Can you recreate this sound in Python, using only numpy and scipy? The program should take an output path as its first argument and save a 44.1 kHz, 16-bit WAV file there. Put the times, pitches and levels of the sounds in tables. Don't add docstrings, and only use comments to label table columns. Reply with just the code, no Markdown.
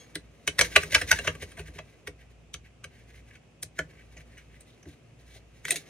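import sys
import numpy as np
from scipy import signal
from scipy.fft import rfft, irfft, next_fast_len
from scipy.io import wavfile
from scipy.ndimage import map_coordinates

SR = 44100
rng = np.random.default_rng(int(sys.argv[2]) if len(sys.argv) > 2 else 0)


def pcm_store(signal):
    levels = np.round(np.clip(np.atleast_2d(signal), -1, 1) * 32767)
    wavfile.write(sys.argv[1], SR, levels.astype(np.int16).T)


def ratio(d):
    e = np.asarray(d, float) / 20
    return 10 ** e


N = 259749
LIGHT_DB = -67
RISE = 400
SHORT = 4096


def unit(x):
    return x / np.sqrt(np.mean(np.abs(x) ** 2) + 1e-20)


def along(points, hz):
    f, value = np.transpose(points)
    return np.interp(np.log(hz + 1), np.log(f + 1), value)


def curves(rows):
    s, *columns = np.transpose(rows)
    return [np.interp(np.arange(N) / SR, s, column) for column in columns]


def wobble(rate):
    knots = rng.standard_normal(int(N * rate / SR) + 4)
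    return map_coordinates(knots, [np.arange(N) * rate / SR])


def filtered(x, response):
    m = next_fast_len(N + SR // 2)
    return irfft(rfft(x, m) * response(np.fft.rfftfreq(m, 1 / SR)), m)[..., :N]


def ringing(modes, f, scatter_db=0):
    total = 0
    for k, (center, width, db) in enumerate(modes):
        strength = (-1) ** k * ratio(db + scatter_db * rng.standard_normal())
        damping = 1j * f * abs(width)
        total = total + strength * damping / (center * center - f * f + damping)
    return total


def gripped(modes, hz, slope_db):
    return [(c, w, db - slope_db * abs(np.log2(c / hz))) for c, w, db in modes]


def grit(shape, spread_db):
    grains = rng.standard_normal(shape)
    size_db = spread_db * np.minimum(rng.exponential(size=shape), 5)
    return unit(grains * ratio(size_db))


# frequency in Hz, correlation from -1 to 1.
LIKENESS = [(60, .96), (130, .88), (300, .65), (700, .5), (1500, .33), (3000, .15), (7000, 0), (15000, -.2)]


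def rush(spectrum):
    def spread(hz):
        turn = np.arccos(np.clip(along(LIKENESS, hz), -1, 1)) / 2
        return ratio(along(spectrum, hz)) * [np.cos(turn), np.sin(turn)]
    mid, side = filtered(rng.standard_normal((2, N)), spread)
    return unit(np.array([mid + side, mid - side]))


# frequency in Hz, level in dB.
HUM_TONES = [(117, -65.5), (156, -71.5), (235, -71.5)]
# time in seconds, level in dB.
DRONE_SWELL = [(0, -73), (.26, -53.5), (.42, -69), (.8, -62), (1.8, -57), (2.0, -71.5), (2.3, -56.5),
               (2.9, -64), (3.2, -52), (3.42, -69.5), (4.2, -53), (4.4, -58.5), (4.55, -56), (4.78, -69.5),
               (5.08, -66), (5.27, -55), (5.62, -60), (5.89, -74)]
# frequency in Hz, level in dB per Hz.
RUMBLE_COLOUR = [(18, -62.5), (30, -27), (114, 2), (166, -8.5), (193, -35.5), (223, -13.5), (250, -11),
                 (320, -37), (550, -120)]
# frequency in Hz, level in dB per Hz.
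MURMUR_COLOUR = [(88, -41), (150, -3.5), (210, -9.5), (517, -10), (710, -18), (881, -24), (1300, -21),
                 (1690, -62), (2860, -120)]
# frequency in Hz, level in dB per Hz.
AIR_COLOUR = [(410, -32), (700, 1.5), (876, -10), (1190, -13), (1410, -7.5), (1810, -9.5), (2330, -5.5),
              (2520, -1), (4010, -16.5), (6280, -14.5), (8980, -20), (14500, -38), (16500, -51.5)]
# time in seconds, sliding level in dB.
HAND_PRESSURE = [(0.0, -61), (0.31, -67), (0.52, -60), (0.65, -47.5), (0.98, -51), (1.13, -47), (1.36, -56),
                 (1.92, -66), (2.62, -77), (3.12, -69), (3.64, -75), (3.85, -66), (4.91, -68),
                 (5.53, -71.5), (5.89, -57)]


def background():
    drone_db, lean_db = curves(DRONE_SWELL)[0], curves(HAND_PRESSURE)[0]
    t = np.arange(N) / SR
    hum = 0
    for hz, db in HUM_TONES:
        level = ratio(db + 2.5 * wobble(3.4))
        cycles = hz * t + 0.16 * wobble(11.0)
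        hum = hum + level * np.sin(2 * np.pi * cycles)
    drone = ratio(drone_db + 4) * np.sin(2 * np.pi * 58.8 * t)
    rumble_db = -55.5 + 0.24 * (drone_db + 62.5)
    rumble = ratio(rumble_db - 5.5 + 0.7 * wobble(13)) * rush(RUMBLE_COLOUR)
    shake = ratio(-68 + 0.95 * (lean_db - LIGHT_DB))
    murmur = (ratio(-66) + shake) * ratio(0.31 * wobble(12)) * rush(MURMUR_COLOUR)
    return rumble + murmur + hum + drone + ratio(-67.0) * rush(AIR_COLOUR)


# frequency in Hz, time to fall by 60 dB in seconds.
ROOM_DECAY = [(200, 0.27), (1000, 0.14), (3000, 0.11), (8000, 0.12), (15000, 0.05)]


def room(x, count=4):
    dull = filtered(x, lambda f: f ** 4 / (f ** 4 + 800 ** 4))
    place = (np.arange(N) // 7400 + np.arange(count)[:, None]) % count == 0
    hz, t, z = signal.stft(rng.standard_normal((count, 2, SR // 3)), SR, nperseg=256)
    fade = ratio(-60 * t / along(ROOM_DECAY, hz)[:, None])
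    tail = signal.istft(z * fade, SR, nperseg=256)[1]
    tail = tail / np.linalg.norm(tail, axis=2, keepdims=True)
    tail = np.pad(tail, [(0, 0), (0, 0), (90, 0)])
    return signal.fftconvolve((place * dull)[:, None], tail, axes=2).sum(axis=0)[:, :N]


# frequency in Hz, phase in radians.
LEFT_LEAD = [(60, 0), (700, .3), (1460, .6), (2500, .7), (3000, 1.1), (4400, 1.7), (6000, 1.5), (9000, 1.9),
             (16000, 2.1)]


def ports(x, share):
    delay_s = rng.uniform(0.00041, 0.0037, (2, 4, 1))
    gain = rng.normal(0, 0.78, (2, 4, 1))
    gain = gain / np.linalg.norm(gain, axis=1, keepdims=True) * 0.74

    def heard(f):
        ahead = np.exp(0.5j * share * along(LEFT_LEAD, f) * np.array([[1], [-1]]))
        echoes = (gain * np.exp(-2j * np.pi * f * delay_s)).sum(axis=1)
        return ahead + f * f / (f * f + 6000 ** 2) * echoes
    return filtered(x, heard)


# middle in seconds, length in seconds, level in dB.
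CLOTH_RUSTLES = [
    (4.696, 0.067, -66.5),
    (4.737, 0.072, -66),
    (4.91, 0.12, -69),
    (5.34, 0.15, -67),
]
# frequency in Hz, width in Hz, level in dB.
CLOTH_MODES = [(2900, 660, -1), (3900, 890, 4)]


def cloth():
    t = np.arange(N) / SR
    level = 0
    for s, length, db in CLOTH_RUSTLES:
        level = level + ratio(db) * np.cos(np.pi * np.clip((t - s) / length, -0.5, 0.5)) ** 2
    clumps_db = 3.4 * wobble(110)
    fibres = unit(filtered(grit(N, spread_db=3.0), lambda f: ringing(CLOTH_MODES, f)))
    return level * ratio(clumps_db) * fibres


# frequency in Hz, level in dB, time to fall by 60 dB in seconds.
CLINK_TONES = [(2260, -19.5, 0.7), (3300, 8, 0.078), (5300, -11, 0.18), (4250, -1, 0.25), (6500, -0.5, 0.3),
               (8942, -14, 0.23)]


def clink():
    t = np.arange(N) / SR
    tones = 0
    for hz, db, t60 in CLINK_TONES:
        level = ratio(db - 56.5 - 60 * t / t60 + 3.5 * wobble(60))
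        tones = tones + level * np.sin(2 * np.pi * hz * t)
    return tones


# time in seconds, pitch in Hz, level in dB.
SQUEAK_PATH = [
    (5.5, 8860, -93),
    (5.53, 9160, -82),
    (5.57, 9400, -73),
    (5.59, 9280, -93),
    (5.64, 9300, -99),
]


def squeak():
    t = np.arange(N) / SR
    hz, db = curves(SQUEAK_PATH)
    on = (t > SQUEAK_PATH[0][0]) & (t < SQUEAK_PATH[-1][0])
    level = on * ratio(db - 5.0 + 2.6 * wobble(90))
    return level * np.sin(2 * np.pi * np.cumsum(hz + 40 * wobble(120)) / SR)


def contact(t60, rise_s, snap, slip, size):
    t = (np.arange(size) - RISE) / SR
    fade = ratio(-60 * np.abs(t) / max(t60, 0.003))
    force = np.where(t < 0, np.exp(t / rise_s), fade) * grit(size, spread_db=1.0)
    slips = RISE + np.cumsum(rng.uniform(0.03, 0.064, size=3) * t60 * SR).astype(int)
    force[RISE] += snap
    force[slips] += slip * snap * np.array([0.6, -0.5, 0.4])
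    return rfft(force)


def add(out, s, force, response, db):
    ring = irfft(force * response)
    out[round(s * SR):][:len(ring)] += ratio(db) * ring / np.abs(ring).max()


# frequency in Hz, width in Hz, level in dB.
TOOL_TOP = [(8130, 790, -5.5), (8730, 820, 0.5), (10010, 2700, -2.5), (11140, 2800, -5.5),
            (13980, 3000, -17.5)]


def clacks(events, grips, core, edge, slip, rise_s):
    out, f = np.zeros(N + SHORT), np.fft.rfftfreq(SHORT, 1 / SR)
    for s, db, hz, edge_db, t60 in events:
        grip = [grips[0], *(g for g in grips if g[0] <= s)][-1]
        _, focus_db, edge_hz, top_db, snap = grip
        force = contact(t60, rise_s, snap, slip, size=SHORT)
        chatter = contact(t60, rise_s, 0.7 * snap, slip, size=SHORT)
        add(out, s, force, ringing(gripped(core, hz, focus_db), f, scatter_db=3.0), db + 0.5)
        edge_modes = gripped(edge, edge_hz, slope_db=5)
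        add(out, s, force, ringing(edge_modes, f, scatter_db=3.0), db + edge_db + 6.0)
        add(out, s, chatter, ringing(TOOL_TOP, f, scatter_db=1.5), db + edge_db + top_db + 9.5)
    return out[RISE:][:N]


# time in seconds, peak in dB, loudest pitch in Hz,
# brightness in dB, time for the chatter to fall by 60 dB in seconds.
HOLDER_HITS = [
    (5.6524, -21, 1870, -10.5, 0.029),
    (5.683, -22, 2060, -18, 0.035),
    (5.69, -33, 2020, -9.5, 0.03),
    (5.7073, -14.5, 2230, -4.5, 0.031),
    (5.7125, -27, 2240, -5, 0.033),
    (5.7185, -25.5, 3340, 0, 0.053),
    (5.726, -39, 3340, 5, 0.034),
    (5.743, -36.5, 3340, -3, 0.057),
    (5.759, -24.5, 2700, -2, 0.088),
]
# time in seconds, focus in dB per octave,
# loudest edge pitch in Hz, top level in dB, snap over chatter as a ratio.
HOLDER_TOUCH = [
    (5.6, 11.5, 3800, -11, 26),
    (5.67, 20, 4200, -4.5, 19),
    (5.698, 7.9, 3900, -4, 28),
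    (5.735, 9.3, 4380, -6, 17),
]
# frequency in Hz, width in Hz, level in dB.
HOLDER_MODES = [(1800, 490, 0.091), (2230, 440, 0.85), (2700, 590, -1.7), (3340, 230, -0.62)]
# frequency in Hz, width in Hz, level in dB.
HOLDER_EDGE_MODES = [(3730, 220, 7), (4580, 280, -5.5), (5000, 1300, -20), (6580, 1200, 5.5)]


def dropped_holder():
    return clacks(HOLDER_HITS, HOLDER_TOUCH, HOLDER_MODES, HOLDER_EDGE_MODES, slip=0.91, rise_s=0.0026)


# time in seconds, pane level in dB, loudest pane pitch in Hz, boom in dB.
GLASS_PUSHES = [(0.156, -33, 310, -54), (0.476, -29, 415, -40), (0.592, -26.5, 560, -35.5),
                (0.61, -22, 560, -34.5), (0.762, -17.5, 690, -32.5), (0.833, -36.5, 417, -43),
                (0.924, -33, 607, -36.5), (0.946, -26, 500, -33), (1.015, -34.5, 410, -35),
                (1.118, -28.5, 640, -31.5), (1.188, -32, 570, -41), (1.244, -36.5, 580, -39),
                (1.274, -24, 513, -33), (1.352, -44, 382, -62), (1.421, -34.5, 433, -37),
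                (1.576, -43, 713, -36.5), (1.595, -37, 412, -48), (1.682, -49, 310, -41.5),
                (1.757, -46, 410, -48), (1.787, -39, 640, -56.5), (2.075, -35, 412, -44),
                (2.54, -47.5, 303.6, -45), (2.844, -45.5, 406, -47.5), (3.628, -44, 278, -50),
                (3.7896, -25.5, 570, -42), (3.803, -42.5, 297, -49), (5.356, -48, 700, -65.5),
                (4.167, -51, 490, -49.5), (4.857, -45, 300, -43.5), (4.872, -47, 318, -57)]
# time in seconds, pane level in dB, loudest pane pitch in Hz.
HOLDER_THUDS = [
    (5.652, -43.5, 439),
    (5.688, -41, 390),
    (5.711, -35, 420),
    (5.74, -38.5, 700),
    (5.76, -41.5, 332),
]
# frequency in Hz, width in Hz, level in dB.
PANE_MODES = [(287, 17, 1), (310, 39, -3.5), (412, 23, 2), (491, 18, -2.5), (542, 39, -4.5),
              (621, 27, -0.5), (693, 51, -3.5), (992, 55, -4)]
# frequency in Hz, width in Hz, level in dB.
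TABLE_MODES = [(58.3, 2.5, -2), (79, 9.1, -3.5), (97.4, 6, -10.5)]
# frequency in Hz, width in Hz, level in dB.
TABLE_TOP_MODES = [(156.8, 8, -1), (178, 6.1, -14)]


def glass():
    size = 8192
    out, f = np.zeros(N + size), np.fft.rfftfreq(size, 1 / SR)
    thuds = [(*thud, -69) for thud in HOLDER_THUDS]
    for s, db, hz, boom_db in [*GLASS_PUSHES, *thuds]:
        force = contact(t60=0.059, rise_s=0.0022, snap=9, slip=1.0, size=size)
        force = force / (1 + 1j * f / 1300) ** 2
        add(out, s, force, ringing(gripped(PANE_MODES, hz, slope_db=11.5), f, scatter_db=1.5), db + 0.5)
        add(out, s, force, ringing(TABLE_MODES, f, scatter_db=1.0), boom_db)
        top_db = -45 + 0.64 * (db + 35)
        add(out, s, force, ringing(TABLE_TOP_MODES, f), top_db)
    return out[RISE:][:N]


# time in seconds, level in dB, pitch in Hz, time to fall by 60 dB in seconds.
BLADE_PINGS = [(.485, -26, 3070, .02), (0.48, -27.5, 2900, .015), (.596, -24, 2285, 0.027),
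               (.611, -23, 4140, 0.025), (.611, -36, 6940, .015), (.618, -23, 6050, .025),
               (.76, -21, 3900, .025), (.765, -19, 2410, 0.011), (.767, -27, 9990, 0.017),
               (.773, -24.5, 1152, 0.044), (.951, -16, 2950, .02), (.951, -21, 5300, 0.02),
               (.98, -31.5, 1380, .03), (1.115, -15, 5760, 0.015), (1.117, -21, 2670, 0.023),
               (1.117, -23, 4720, 0.019), (1.117, -22, 9160, 0.012), (1.163, -39, 1710, .05),
               (1.195, -34.5, 2760, .05), (1.274, -29.5, 1230, .04), (3.789, -39, 6230, 0.02),
               (2.0756, -30.5, 2000, 0.01), (2.844, -46.5, 2700, 0.019), (3.793, -27.5, 1720, 0.021),
               (3.791, -33.5, 3120, .025), (4.177, -54.5, 6250, 0.03), (4.177, -62, 5300, .025),
               (5.689, -37, 2046, 0.044), (5.708, -19, 8660, 0.018), (5.718, -29.5, 3970, 0.034),
               (5.762, -35, 2700, 0.03), (5.762, -42, 4400, 0.051)]
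# time in seconds, level in dB, pitch in Hz, time to fall by 60 dB in seconds.
PANE_BLOOMS = [(.592, -25.5, 530, 0.049), (.616, -32.5, 965, 0.036), (.66, -39, 475, .06),
               (.761, -24, 618, .05), (.83, -39, 1243, .04), (.962, -32.5, 896, .05),
               (1.014, -33, 692, 0.037), (1.277, -34.5, 960, 0.047), (1.112, -33, 650, 0.062),
               (1.121, -29, 897, 0.055), (1.2, -38, 546, 0.054), (1.288, -36, 475, 0.064),
               (3.789, -29, 605, 0.036), (3.805, -40.5, 480, 0.047), (2.08, -50, 713, 0.056),
               (4.865, -45, 340, .09), (5.72, -41, 710, 0.077), (5.722, -37, 347, 0.08),
               (5.736, -48, 400, .06)]


def pings():
    out, t = np.zeros(N + SHORT), np.arange(SHORT) / SR
    for s, db, hz, t60 in [*BLADE_PINGS, *PANE_BLOOMS]:
        swell = 1 - np.exp(-t * hz / 2.5)
        fade = ratio(db + 6.5 - 60 * t / t60)
        out[round(s * SR):][:SHORT] += fade * swell * np.sin(2 * np.pi * hz * t)
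    return out[:N]


# middle in seconds, blade level in dB.
SAW_STROKES = [(0.647, -38.5), (0.733, -52.5), (0.828, -44.5), (0.926, -38), (0.991, -40.5), (1.1, -39.5),
               (1.165, -46.5), (1.258, -48), (1.35, -66), (1.425, -48.5), (1.521, -71), (1.598, -52.5),
               (1.684, -58.5), (1.762, -53)]
# middle in seconds, length in seconds, blade level in dB,
# hiss against the blade in dB.
LIGHT_STROKES = [(1.9, 0.036, -74.5, -2.5), (2.212, 0.075, -64, -10.5), (2.312, 0.04, -71.5, 0.5),
                 (2.665, 0.076, -61, -14), (2.97, 0.18, -63.5, -10), (3.096, 0.066, -62.5, -6),
                 (3.167, 0.13, -60.5, -7.5), (3.288, 0.065, -64.5, -6.5), (3.349, 0.083, -62, -8),
                 (3.774, 0.071, -62.5, -5), (3.906, 0.044, -63.5, -10), (3.996, 0.1, -62, -23),
                 (4.134, 0.078, -66.5, -5), (4.187, 0.048, -64.5, -8.5), (4.212, 0.04, -64, -6),
                 (4.418, 0.034, -62.5, -12), (4.565, 0.043, -66.5, -8.5), (3.938, 0.056, -70, -14),
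                 (4.349, 0.16, -63.5, -11), (4.402, 0.069, -62, -14.5), (4.535, 0.095, -66, -20.5),
                 (5.568, 0.073, -71.5, -15.5), (1.042, .03, -60, -13)]
# middle in seconds, length in seconds, hiss level in dB.
HAND_BRUSHES = [(0.008, 0.11, -61.5), (4.62, 0.022, -70), (4.688, 0.073, -71.5), (4.782, 0.056, -82),
                (4.908, 0.13, -65.5), (5.205, 0.064, -71.5), (5.289, 0.11, -66.5), (5.353, 0.12, -61.5),
                (5.573, 0.27, -74), (5.695, 0.13, -46.5), (5.76, 0.21, -61)]
# frequency in Hz, width in Hz, level in dB.
SLIDING_BLADE = [(1540, 120, -1), (1980, 390, 1.5), (2280, 120, 4), (2650, 420, -5)]
# frequency in Hz, width in Hz, level in dB.
SLIDING_EDGE = [(3900, 1000, -2), (5560, 380, -3), (6220, 570, -3), (7400, 520, -7), (8800, 500, -5),
                (10100, 740, -6.5), (11990, 3200, -15.5)]


def slide():
    lean_db, t = curves(HAND_PRESSURE)[0], np.arange(N) / SR
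    hiss_db = LIGHT_DB - 3 + 1.3 * (lean_db - LIGHT_DB)
    level = ratio([lean_db, hiss_db]) * ratio(-6.0)
    passes = [(s, 0.068, db, db - 4.5) for s, db in SAW_STROKES]
    passes += [(s, length, db, db + hiss) for s, length, db, hiss in LIGHT_STROKES]
    passes += [(s, length, db - 3, db) for s, length, db in HAND_BRUSHES]
    for s, length, *db in passes:
        near = slice(max(round((s - length / 2) * SR), 0), round((s + length / 2) * SR))
        level[:, near] += ratio(db)[:, None] * np.cos(np.pi * (t[near] - s) / length) ** 2
    clumps_db = 1.8 * wobble(45) + 1.1 * wobble(160)
    blade = unit(filtered(grit(N, spread_db=6.0), lambda f: ringing(SLIDING_BLADE, f)))
    hiss = unit(filtered(grit(N, spread_db=3.5), lambda f: ringing(SLIDING_EDGE, f)))
    return ratio(clumps_db) * (level[0] * blade + level[1] * hiss)


# time in seconds, peak in dB, loudest blade pitch in Hz,
# brightness in dB, time for the chatter to fall by 60 dB in seconds.
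RESIN_CATCHES = [(0.155, -28.5, 1800, -1.5, 0.028), (0.4763, -12.5, 2230, -6, 0.017),
                 (0.5918, -5.5, 1960, -10, 0.026), (0.6113, -7.5, 1830, -4.5, 0.025),
                 (0.7614, -1.5, 2310, -14.5, 0.03), (0.834, -23.5, 1980, -12.5, 0.03),
                 (0.9087, -41, 2290, -1, 0.016), (0.9241, -23, 2130, -21, 0.054),
                 (0.9472, -6, 2280, -8, 0.03), (1.015, -20.5, 1900, -12, 0.039),
                 (1.1144, -4.5, 1730, -9, 0.031), (1.1886, -19, 1700, -12.5, 0.034),
                 (1.2455, -33, 1560, -7.5, 0.23), (1.2765, -11.5, 2260, -14, 0.027),
                 (1.3523, -37.5, 1980, -15.5, 0.021), (1.4251, -32, 2100, -12.5, 0.0036),
                 (1.519, -44.5, 1700, -8.5, 0.026), (1.574, -36.5, 1700, -18, 0.026),
                 (1.5937, -34, 1540, -16, 0.056), (1.682, -43, 1957, -16, 0.034),
                 (1.7879, -29, 1620, -13.5, 0.039)]
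# time in seconds, peak in dB,
# loudest blade pitch in Hz, brightness in dB, time for the chatter to fall by 60 dB in seconds.
EDGE_TAPS = [(2.073, -25.5, 1800, -13.5, 0.012), (2.541, -31, 3270, 3, .016),
             (2.8417, -31.5, 1650, -7, 0.026), (3.3098, -44.5, 2210, -19.5, .03),
             (3.3552, -45.5, 2240, -11, 0.029), (3.6282, -34, 1970, 3, 0.018),
             (3.79, -15.5, 1650, -15, 0.038), (4.1697, -39.5, 2050, -15.5, 0.065),
             (4.3792, -45, 1990, -8, 0.081), (4.609, -57, 1980, -1, 0.017), (4.83, -51, 2006, -1.5, 0.036)]
# time in seconds, peak in dB,
# loudest blade pitch in Hz, brightness in dB, time for the chatter to fall by 60 dB in seconds.
BITES_AND_SLIPS = [(0.158, -27, 1860, -16, 0.027), (0.479, -18.5, 2240, -4.5, 0.024),
                   (0.586, -20.5, 1800, -9.5, 0.026), (0.597, -16, 1960, -6, 0.035),
                   (0.615, -22, 2160, 4.5, .02), (0.7572, -15, 1870, -20, .02),
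                   (0.7648, -3.5, 2480, -11.5, .03), (0.932, -28, 2290, -5, .03),
                   (0.9426, -17.5, 2190, -13.5, 0.018), (0.9498, -7.5, 1660, -7, .025),
                   (0.9565, -15.5, 2650, -11, 0.016), (0.96, -16.5, 1594, -13, 0.045),
                   (1.0183, -20, 2630, -14, 0.03), (1.1098, -19, 1900, -8.5, .02),
                   (1.125, -18.5, 1616, -15.5, .02), (1.128, -15, 2650, -20.5, .02),
                   (1.133, -27.5, 1900, -14, .03), (1.2732, -17, 2200, -13, 0.013),
                   (1.2825, -18, 2900, -17, 0.022), (1.289, -44, 2800, -29, .03),
                   (2.0774, -31.5, 2280, -4.5, 0.017), (2.5433, -38, 1145, -9.5, 0.0144),
                   (2.548, -41, 3250, -6.5, 0.022), (2.8462, -36.5, 2300, -5, 0.0178),
                   (3.6317, -41.5, 1610, 7, 0.017), (3.633, -39.5, 1590, 5, 0.016),
                   (3.7822, -43, 1650, -23, .03), (3.799, -31.5, 1630, -18, .025),
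                   (4.857, -49.5, 1990, -18, .02)]
# time in seconds, focus in dB per octave,
# loudest edge pitch in Hz, top level in dB, snap over chatter as a ratio.
BLADE_GRIP = [(0, 23, 3400, -1.5, 24), (0.4, 1.5, 3900, -5, 26), (0.55, 23, 4150, -7, 22),
              (0.605, 9, 6300, -8, 27), (0.7, 12, 3900, -9, 23), (0.8, 17, 4200, -3.5, 5),
              (0.88, 25, 4750, -9.5, 23), (0.99, 6, 5540, -7, 7.7), (1.07, 19, 6040, -8, 17),
              (1.16, 7, 6000, -9, 9.7), (1.23, 6, 5330, -12, 12), (1.33, 4, 5000, -1.5, 3.1),
              (1.74, 4, 4200, -14.5, 8.9), (2.0, 13.5, 3440, -5, 24), (2.4, 18.5, 5800, -11.5, 19),
              (2.7, 9, 4800, -8.5, 23), (3.2, 17, 5000, -8.5, 7.2), (3.5, 7, 6500, 0, 29),
              (3.7, 41.5, 6160, -7.5, 26), (4.0, 17, 5000, -11.5, 2.5), (4.5, 15.5, 6220, 7.5, 6.6),
              (4.75, 10.5, 6470, -14.5, 9.5)]
# frequency in Hz, width in Hz, level in dB.
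BLADE_MODES = [(1155, 51, -1.5), (1340, 90, -8.5), (1474, 140, -3.5), (1644, 120, 1), (1960, 220, -3),
               (2226, 140, -0.5), (2584, 110, 0.5), (2893, 160, -2.5), (3270, 75, -7)]
# frequency in Hz, width in Hz, level in dB.
EDGE_MODES = [(3400, 570, 0), (4043, 200, 3.5), (4200, 270, -0.5), (4800, 440, -2.5), (5400, 500, -2),
              (6130, 670, 1.5), (7070, 1200, -3.5), (7720, 680, -4)]


def chipping_blade():
    contacts = [*RESIN_CATCHES, *EDGE_TAPS, *BITES_AND_SLIPS]
    return clacks(contacts, BLADE_GRIP, BLADE_MODES, EDGE_MODES, slip=0.16, rise_s=0.0033)


def scene():
    scraper = chipping_blade() + slide() + glass() + cloth() + pings()
    holder = dropped_holder() + (clink() + squeak())
    direct = ports(scraper, share=1) + ports(holder, share=0.4)
    return direct + ratio(-8.5) * room(scraper + holder) + background()


def band_limit(x):
    return signal.sosfilt(signal.butter(12, 16500, fs=SR, output="sos"), x)


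def record(dry):
    x = filtered(dry, lambda f: (1j * f) ** 2 / ((1j * f) ** 2 + 1.3j * f * 48 + 48 ** 2))
    x = x / (1 + np.abs(x / 0.97) ** 6) ** (1 / 6)
    mix = filtered(x, lambda f: np.clip((16500 - f) / 1800, 0, 1))
    return band_limit(mix)


dry = scene()
out = record(dry)
pcm_store(out)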